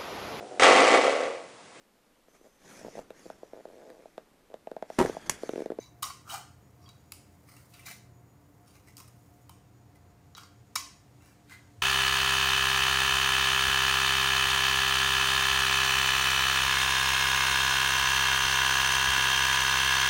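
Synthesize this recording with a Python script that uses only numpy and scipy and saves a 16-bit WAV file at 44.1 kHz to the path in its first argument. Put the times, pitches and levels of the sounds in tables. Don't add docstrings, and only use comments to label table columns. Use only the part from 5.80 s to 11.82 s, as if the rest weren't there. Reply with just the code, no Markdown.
import sys
import numpy as np
from scipy import signal
from scipy.fft import rfft, irfft
from scipy.io import wavfile
from scipy.ndimage import uniform_filter1d

SR = 44100
rng = np.random.default_rng(int(sys.argv[2]) if len(sys.argv) > 2 else 0)


def transcribe(signal):
    frames = np.atleast_2d(signal).T
    limited = np.clip(frames, -1, 1)
    pcm = np.round(limited * 32767).astype(np.int16)
    wavfile.write(sys.argv[1], SR, pcm)


N = 265464

# f/Hz, relative level/dB
ROOM_SPECTRUM = [(24, -54), (40, -13.5), (121, 0), (256, -12.5), (392, -13), (697, -19), (896, -18.5),
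                 (1720, -27), (2050, -27), (5180, -53), (6650, -50), (7730, -57), (14500, -35),
                 (15700, -43)]
# f/Hz, width/Hz, level/dB
APPLIANCE_HUMS = [(58.8, 5.3, -74), (89, 15, -65.5), (119.24, 3.7, -64), (206.3, 3.5, -76.5),
                  (290.9, 20, -69.5), (706.5, 15.3, -73.5), (6810, 13, -82)]
# t/s, level/dB
HAND_LEVELS = [(0.0, -81), (1.1, -74.5), (2.4, -78), (6.02, -71)]
# t/s, level/dB
MASH_LEVELS = [(1.3, -78), (1.7, -73), (2.0, -66.5), (2.3, -81), (2.8, -77), (2.95, -77), (3.6, -73),
               (4.0, -98)]
# f/Hz, level/dB, t60/s
STEEL_MODES = [(750, 6, 0.05), (1063.5, 1, 0.33), (1116, 5, 0.11), (1220, 6.5, 0.063), (1390, 6, 0.081),
               (2085, 6.5, 0.052), (2290, 7, 0.052), (2696, -0.5, 0.11), (2940, -2.5, 0.068),
               (3900, 0.5, 0.084), (4680, -5, 0.23), (4950, -8, 0.068), (5230, -10, 0.059),
               (5600, -0.5, 0.05), (6400, -15, 0.13), (6750, -0.5, 0.13), (7200, 1, 0.056),
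               (8800, -10, 0.15), (9190, -13.5, 0.015)]
# full pressure t/s, hold/s, force level/dB, cup gain/dB, treble gain/dB,
# cup f/Hz, lever f/Hz, ring gain/dB, swell/ms
RUB_STROKES = [(0.0, 0.054, -61.5, -11, 0.5, 1050, 4100, 10, 40),
               (0.242, 0.025, -44, -10, 2, 1200, 4950, 4, 23),
               (0.48, 0.038, -56, 4, -19, 1200, 6400, -5, 35),
               (0.499, 0.06, -39, -1, 0.5, 1280, 2940, 0.5, 42),
               (0.525, 0.026, -43, 5.5, -14, 726, 6400, -3.5, 50),
               (1.03, 0.052, -70, 1.5, -1, 1044, 4400, 9, 76),
               (1.685, 0.13, -55, -6, -0.5, 1290, 2240, -20, 53),
               (1.939, 0.11, -55.5, -2.5, -2, 1550, 2990, -4, 45),
               (2.066, 0.035, -42.5, -6.5, -0.5, 787, 2170, -1.5, 24),
               (2.064, 0.054, -47, -9, 2.5, 1390, 3930, -5.5, 31),
               (2.88, 0.027, -61, -8, 2.5, 1200, 4730, -1, 57),
               (2.95, 0.0094, -57.5, -4, -0.5, 1210, 2200, -6, 34),
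               (3.08, 0.0073, -58, -22, 0.5, 1210, 2150, -2.5, 49),
               (3.179, 0.016, -50, 0, 2.5, 1116, 5160, -12, 13),
               (4.569, 0.048, -54.5, -17, -1, 1220, 4470, 2, 18),
               (4.968, 0.017, -44, -12, 2, 1070, 4680, -1.5, 9.9),
               (5.451, 0.061, -60, -2, 0, 1450, 2870, 1, 150),
               (5.707, 0.028, -49, -0.5, -2, 1750, 1910, -6, 53)]
# t/s, peak level/dB, favoured f/Hz
HINGE_TOUCHES = [(0.001, -44.5, 6140), (0.033, -56.5, 3900), (0.499, -38, 2960), (0.512, -39.5, 3075),
                 (1.057, -57.5, 4600), (1.061, -54, 3280), (1.0896, -53.5, 3900), (1.092, -57, 4600),
                 (3.693, -53.5, 3090), (4.554, -43, 3750), (4.579, -56, 4600), (4.579, -48.5, 3270)]
# f/Hz, t60/s
HINGE_MODES = [(2960, 0.076), (3075, 0.072), (3270, 0.1), (3800, 0.059), (3880, 0.15), (4600, 0.11),
               (6200, 0.073)]
# f/Hz, t60/s
WALL_DECAY = [(500, 0.23), (1500, 0.52), (4000, 0.45), (8000, 0.44), (14000, 0.19)]
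# t/s, peak level/dB, cup gain/dB, treble gain/dB,
# cup f/Hz, lever f/Hz, rise/ms, ring gain/dB
KNOCK_HITS = [(0.2233, -32, -15, 6, 1200, 5900, 0.91, 3), (0.2249, -18, -6, 2, 1125, 5370, 3.9, 0),
              (0.2382, -23.5, -13, -26, 1100, 4950, 2.8, -4), (0.2977, -30, 8, -18, 1140, 2950, 4.4, 8),
              (1.0889, -42, -13, -4.5, 1220, 4000, 2, -3), (1.32, -26.5, -13, 4.5, 1030, 4270, 1.09, -19),
              (1.686, -47.5, -3, -22, 1220, 2060, 1.4, 15), (1.765, -45.5, -7, 2.5, 1290, 2700, 0.78, 4),
              (1.936, -45, -14, 2, 1210, 4100, 6, 3), (1.991, -43.5, -35, 8, 1220, 2290, 5.2, 6),
              (2.0612, -38, -11, 5, 1290, 2130, 3.2, -2), (2.0802, -36, 4, -16, 1420, 2090, 1.1, -2),
              (3.168, -34.5, -16, -2.5, 1030, 4870, 0.91, 0), (3.277, -48, 0, 6, 1220, 5000, 4.3, -4),
              (3.694, -37, 3, 3, 1000, 2520, 1.1, -2), (4.15, -53, -1, 0.5, 724, 1930, 7.9, -3),
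              (4.55, -34, -4, -28, 1220, 3900, 0.7, -7), (4.566, -43, -7, -2, 1230, 5800, 3.8, 3),
              (4.579, -32.5, 6, -5, 1300, 3500, 1.7, 3.5), (4.633, -39, -4, -20, 1080, 4400, 1.9, 9),
              (4.954, -16.5, -6.5, 0.5, 1097, 4600, 3.7, 3),
              (4.9585, -16.5, -10, -7.5, 1100, 5600, 1.23, -1), (4.96, -25, -16, -16, 1070, 2290, 1.6, 0),
              (5.709, -44.5, 16, -28, 980, 2190, 4.8, -7)]
# t/s, peak level/dB, f/Hz, swell/s
BUMP = (5.976, -46, 95, 0.013)

ROOM_DB, WALL_DB, WALL_DELAY_S = -60, -8.5, 0.0075
CUP_TOP_HZ, TREBLE_FROM_HZ = 1600, 7500
DIPS_HZ, DIP_Q = [1683, 3514, 7530], 21
RUB_LEAD_S, SWELL_DB, SAG_DB_PER_S, LIFT_DB_PER_S = 0.05, 30, 38, 262
KNOCK_CREST = 6


def from_db(db):
    return 10 ** (np.asarray(db) / 20)


def rms_one(x):
    return x / np.sqrt(np.mean(x ** 2) + 1e-20)


def at_hz(points, hz):
    return np.interp(np.log(hz), np.log(np.array(points)[:, 0]), np.array(points)[:, 1])


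def band(x, low_hz, high_hz, count=1):
    sos = signal.butter(2, [low_hz, high_hz], "band", fs=SR, output="sos")
    return signal.sosfilt(np.tile(sos, (count, 1)), x)


def grit(size, per_s, spread_db):
    sizes = from_db(spread_db * np.minimum(rng.exponential(1, size), 4)) * rng.choice([-1, 1], size)
    return rms_one(sizes * (rng.random(size) < per_s / SR) + 0.21 * rng.standard_normal(size))


def room_tone():
    hz = np.maximum(np.fft.rfftfreq(N, 1 / SR), 1)
    spectrum = rfft(rng.standard_normal(N)) * from_db(at_hz(ROOM_SPECTRUM, hz))
    air = from_db(ROOM_DB) * rms_one(irfft(spectrum, N))
    for tone_hz, width_hz, level_db in APPLIANCE_HUMS:
        narrow = 1 / (1 + ((hz - tone_hz) / width_hz * 2) ** 2)
        air += from_db(level_db) * rms_one(irfft(rfft(rng.standard_normal(N)) * narrow, N))
    return air


def hand_rustle():
    level_db = np.interp(np.arange(N) / SR, *np.transpose(HAND_LEVELS))
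    return from_db(level_db) * rms_one(band(grit(N, per_s=4000, spread_db=1.5), 1300, 8900))


def mash_crackle():
    level_db = np.interp(np.arange(N) / SR, *np.transpose(MASH_LEVELS))
    clumps = rms_one(band(rng.standard_normal(N), 4.9, 40))
    pops = rms_one(band(grit(N, per_s=600, spread_db=1.8), 4400, 17000))
    return from_db(level_db + 1.5 * clumps) * pops


def ring(x, hz, t60):
    r, w = from_db(-60 / (t60 * SR)), 2 * np.pi * hz / SR
    gain = 2 * np.sqrt(1 - r * r) * np.sin(w)
    return signal.lfilter([0, gain], [1, -2 * r * np.cos(w), r * r], x + 1e-18)


def contact_gains(size, spread_db):
    nodes = from_db(spread_db * rng.normal(0, 1, (len(STEEL_MODES), 40)))
    steps = np.arange(size) / SR / 0.02
    return [np.interp(steps, np.arange(40), row) for row in nodes]


def small_modes(x, t60=0.025):
    t = np.arange(SR // 16) / SR
    body = rms_one(rng.standard_normal(len(t)) * from_db(-60 * t / t60)) / np.sqrt(len(t))
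    rung = signal.fftconvolve(np.atleast_2d(x), body[None])[:, :x.shape[-1]]
    return from_db(-3) * x + from_db(-6) * rung


def steel(force, cup_db, treble_db, cup_hz, lever_hz, ring_db, t60_scale, wander_db, detune):
    gains = contact_gains(force.shape[-1], wander_db)
    rung = np.zeros(force.shape)
    for (hz, level_db, t60), gain in zip(STEEL_MODES, gains):
        if hz < CUP_TOP_HZ:
            share_db = cup_db - 44 * abs(np.log2(hz / cup_hz))
        elif hz > TREBLE_FROM_HZ:
            share_db = treble_db
        else:
            share_db = -18 * min(abs(np.log2(hz / lever_hz)), 1)
        gripped_hz = hz * (1 + detune * rng.normal())
        rung += ring(force * gain * from_db(share_db + level_db), gripped_hz, t60 * t60_scale)
    noise = from_db(10 + cup_db) * band(force, cup_hz / 1.25, cup_hz * 1.24, count=2)
    noise += band(force, 1590, TREBLE_FROM_HZ, count=2)
    noise += from_db(-5) * band(force, lever_hz / 1.15, lever_hz * 1.15)
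    treble = force * from_db(treble_db)
    noise += band(treble, TREBLE_FROM_HZ, 10800) + from_db(-3) * band(treble, 12800, 15300)
    ring_share = from_db([[0], [-6]])
    return from_db(ring_db - 16) * rung * ring_share + small_modes(noise)


def rubs():
    lead = round(RUB_LEAD_S * SR)
    out = np.zeros((2, lead + N + SR))
    t = np.arange(lead + SR // 4) / SR - RUB_LEAD_S
    for full_s, hold_s, level_db, cup_db, treble_db, cup_hz, lever_hz, ring_db, swell_ms in RUB_STROKES:
        shape_db = SWELL_DB * np.minimum(t * 1000, 0) / swell_ms
        shape_db -= SAG_DB_PER_S * np.clip(t, 0, hold_s) + LIFT_DB_PER_S * np.maximum(t - hold_s, 0)
        clumps = rms_one(band(rng.standard_normal(len(t)), 21, 256))
        force = grit(len(t), per_s=700, spread_db=3.7) * from_db(level_db + shape_db + 1.76 * clumps)
        at = round(full_s * SR)
        out[:, at:at + len(t)] += steel(force, cup_db, treble_db, cup_hz, lever_hz, ring_db,
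                                        t60_scale=0.48, wander_db=5, detune=0.025)
    return out[:, lead:lead + N]


def hinge_jingles():
    out = np.zeros(N)
    times_s, peaks_db, favoured_hz = np.transpose(HINGE_TOUCHES)
    at = np.round(times_s * SR).astype(int)
    for hz, t60 in HINGE_MODES:
        clicks = np.zeros(N)
        clicks[at] = from_db(peaks_db - 300 * np.abs(np.log2(hz / favoured_hz)))
        ringing = ring(clicks, hz, t60)
        out += ringing * np.max(clicks) / np.abs(ringing).max()
    return out


def wall_wash(x):
    t, edges = np.arange(SR // 2) / SR, 300 * 2 ** np.arange(0, 6.1, .5)
    white = rng.standard_normal((2, len(t)))
    echo = np.zeros(len(t))
    for k, (low, high) in enumerate(zip(edges, edges[1:])):
        t60 = at_hz(WALL_DECAY, np.sqrt(low * high))
        echo += band(white[k % 2], low, high) * from_db(-60 * t / t60)
    echo *= np.clip(t / WALL_DELAY_S - 1, 0, 1)
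    return signal.fftconvolve(x, echo / np.sqrt(np.sum(echo ** 2)))[:N]


def knocks():
    out, t = np.zeros((2, N + SR)), np.arange(SR // 8) / SR
    for start_s, peak_db, cup_db, treble_db, cup_hz, lever_hz, rise_ms, ring_db in KNOCK_HITS:
        rise = t * 1000 / rise_ms
        chatter = grit(len(t), per_s=9000, spread_db=4.4) * rise * np.exp(1 - rise ** 1.28)
        click = np.sqrt(np.sum(chatter ** 2)) * (t == 0) * from_db(1)
        sound = steel(np.array([chatter, click]), cup_db, treble_db, cup_hz, lever_hz, ring_db,
                      t60_scale=1, wander_db=2, detune=0.008)
        loudest_power = uniform_filter1d(sound[0] ** 2, size=60).max()
        at = round(start_s * SR)
        out[:, at:at + len(t)] += from_db(peak_db) * sound / np.sqrt(KNOCK_CREST * loudest_power)
    return out[:, :N]


def low_bump():
    start_s, peak_db, hz, swell_s = BUMP
    t = np.maximum(np.arange(N) / SR - start_s, 0)
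    return from_db(peak_db) * t / swell_s * np.exp(1 - t / swell_s) * np.sin(2 * np.pi * hz * t)


def scene():
    direct, to_walls = knocks() + rubs() + hinge_jingles()
    ricer = direct + from_db(WALL_DB) * wall_wash(to_walls)
    bass_cut = signal.butter(6, 660, "high", fs=SR, output="sos")
    ricer = signal.sosfilt(bass_cut, ricer)
    for dip_hz in DIPS_HZ:
        ricer = signal.lfilter(*signal.iirnotch(dip_hz, DIP_Q, SR), ricer)
    return (ricer + room_tone() + hand_rustle() + mash_crackle() + low_bump())[None]


def record(dry):
    thin = signal.sosfilt(signal.butter(4, 50, "high", fs=SR, output="sos"), dry)
    return signal.sosfilt(signal.cheby2(12, 60, 16500, fs=SR, output="sos"), thin)


dry = scene()
out = record(dry)
transcribe(out)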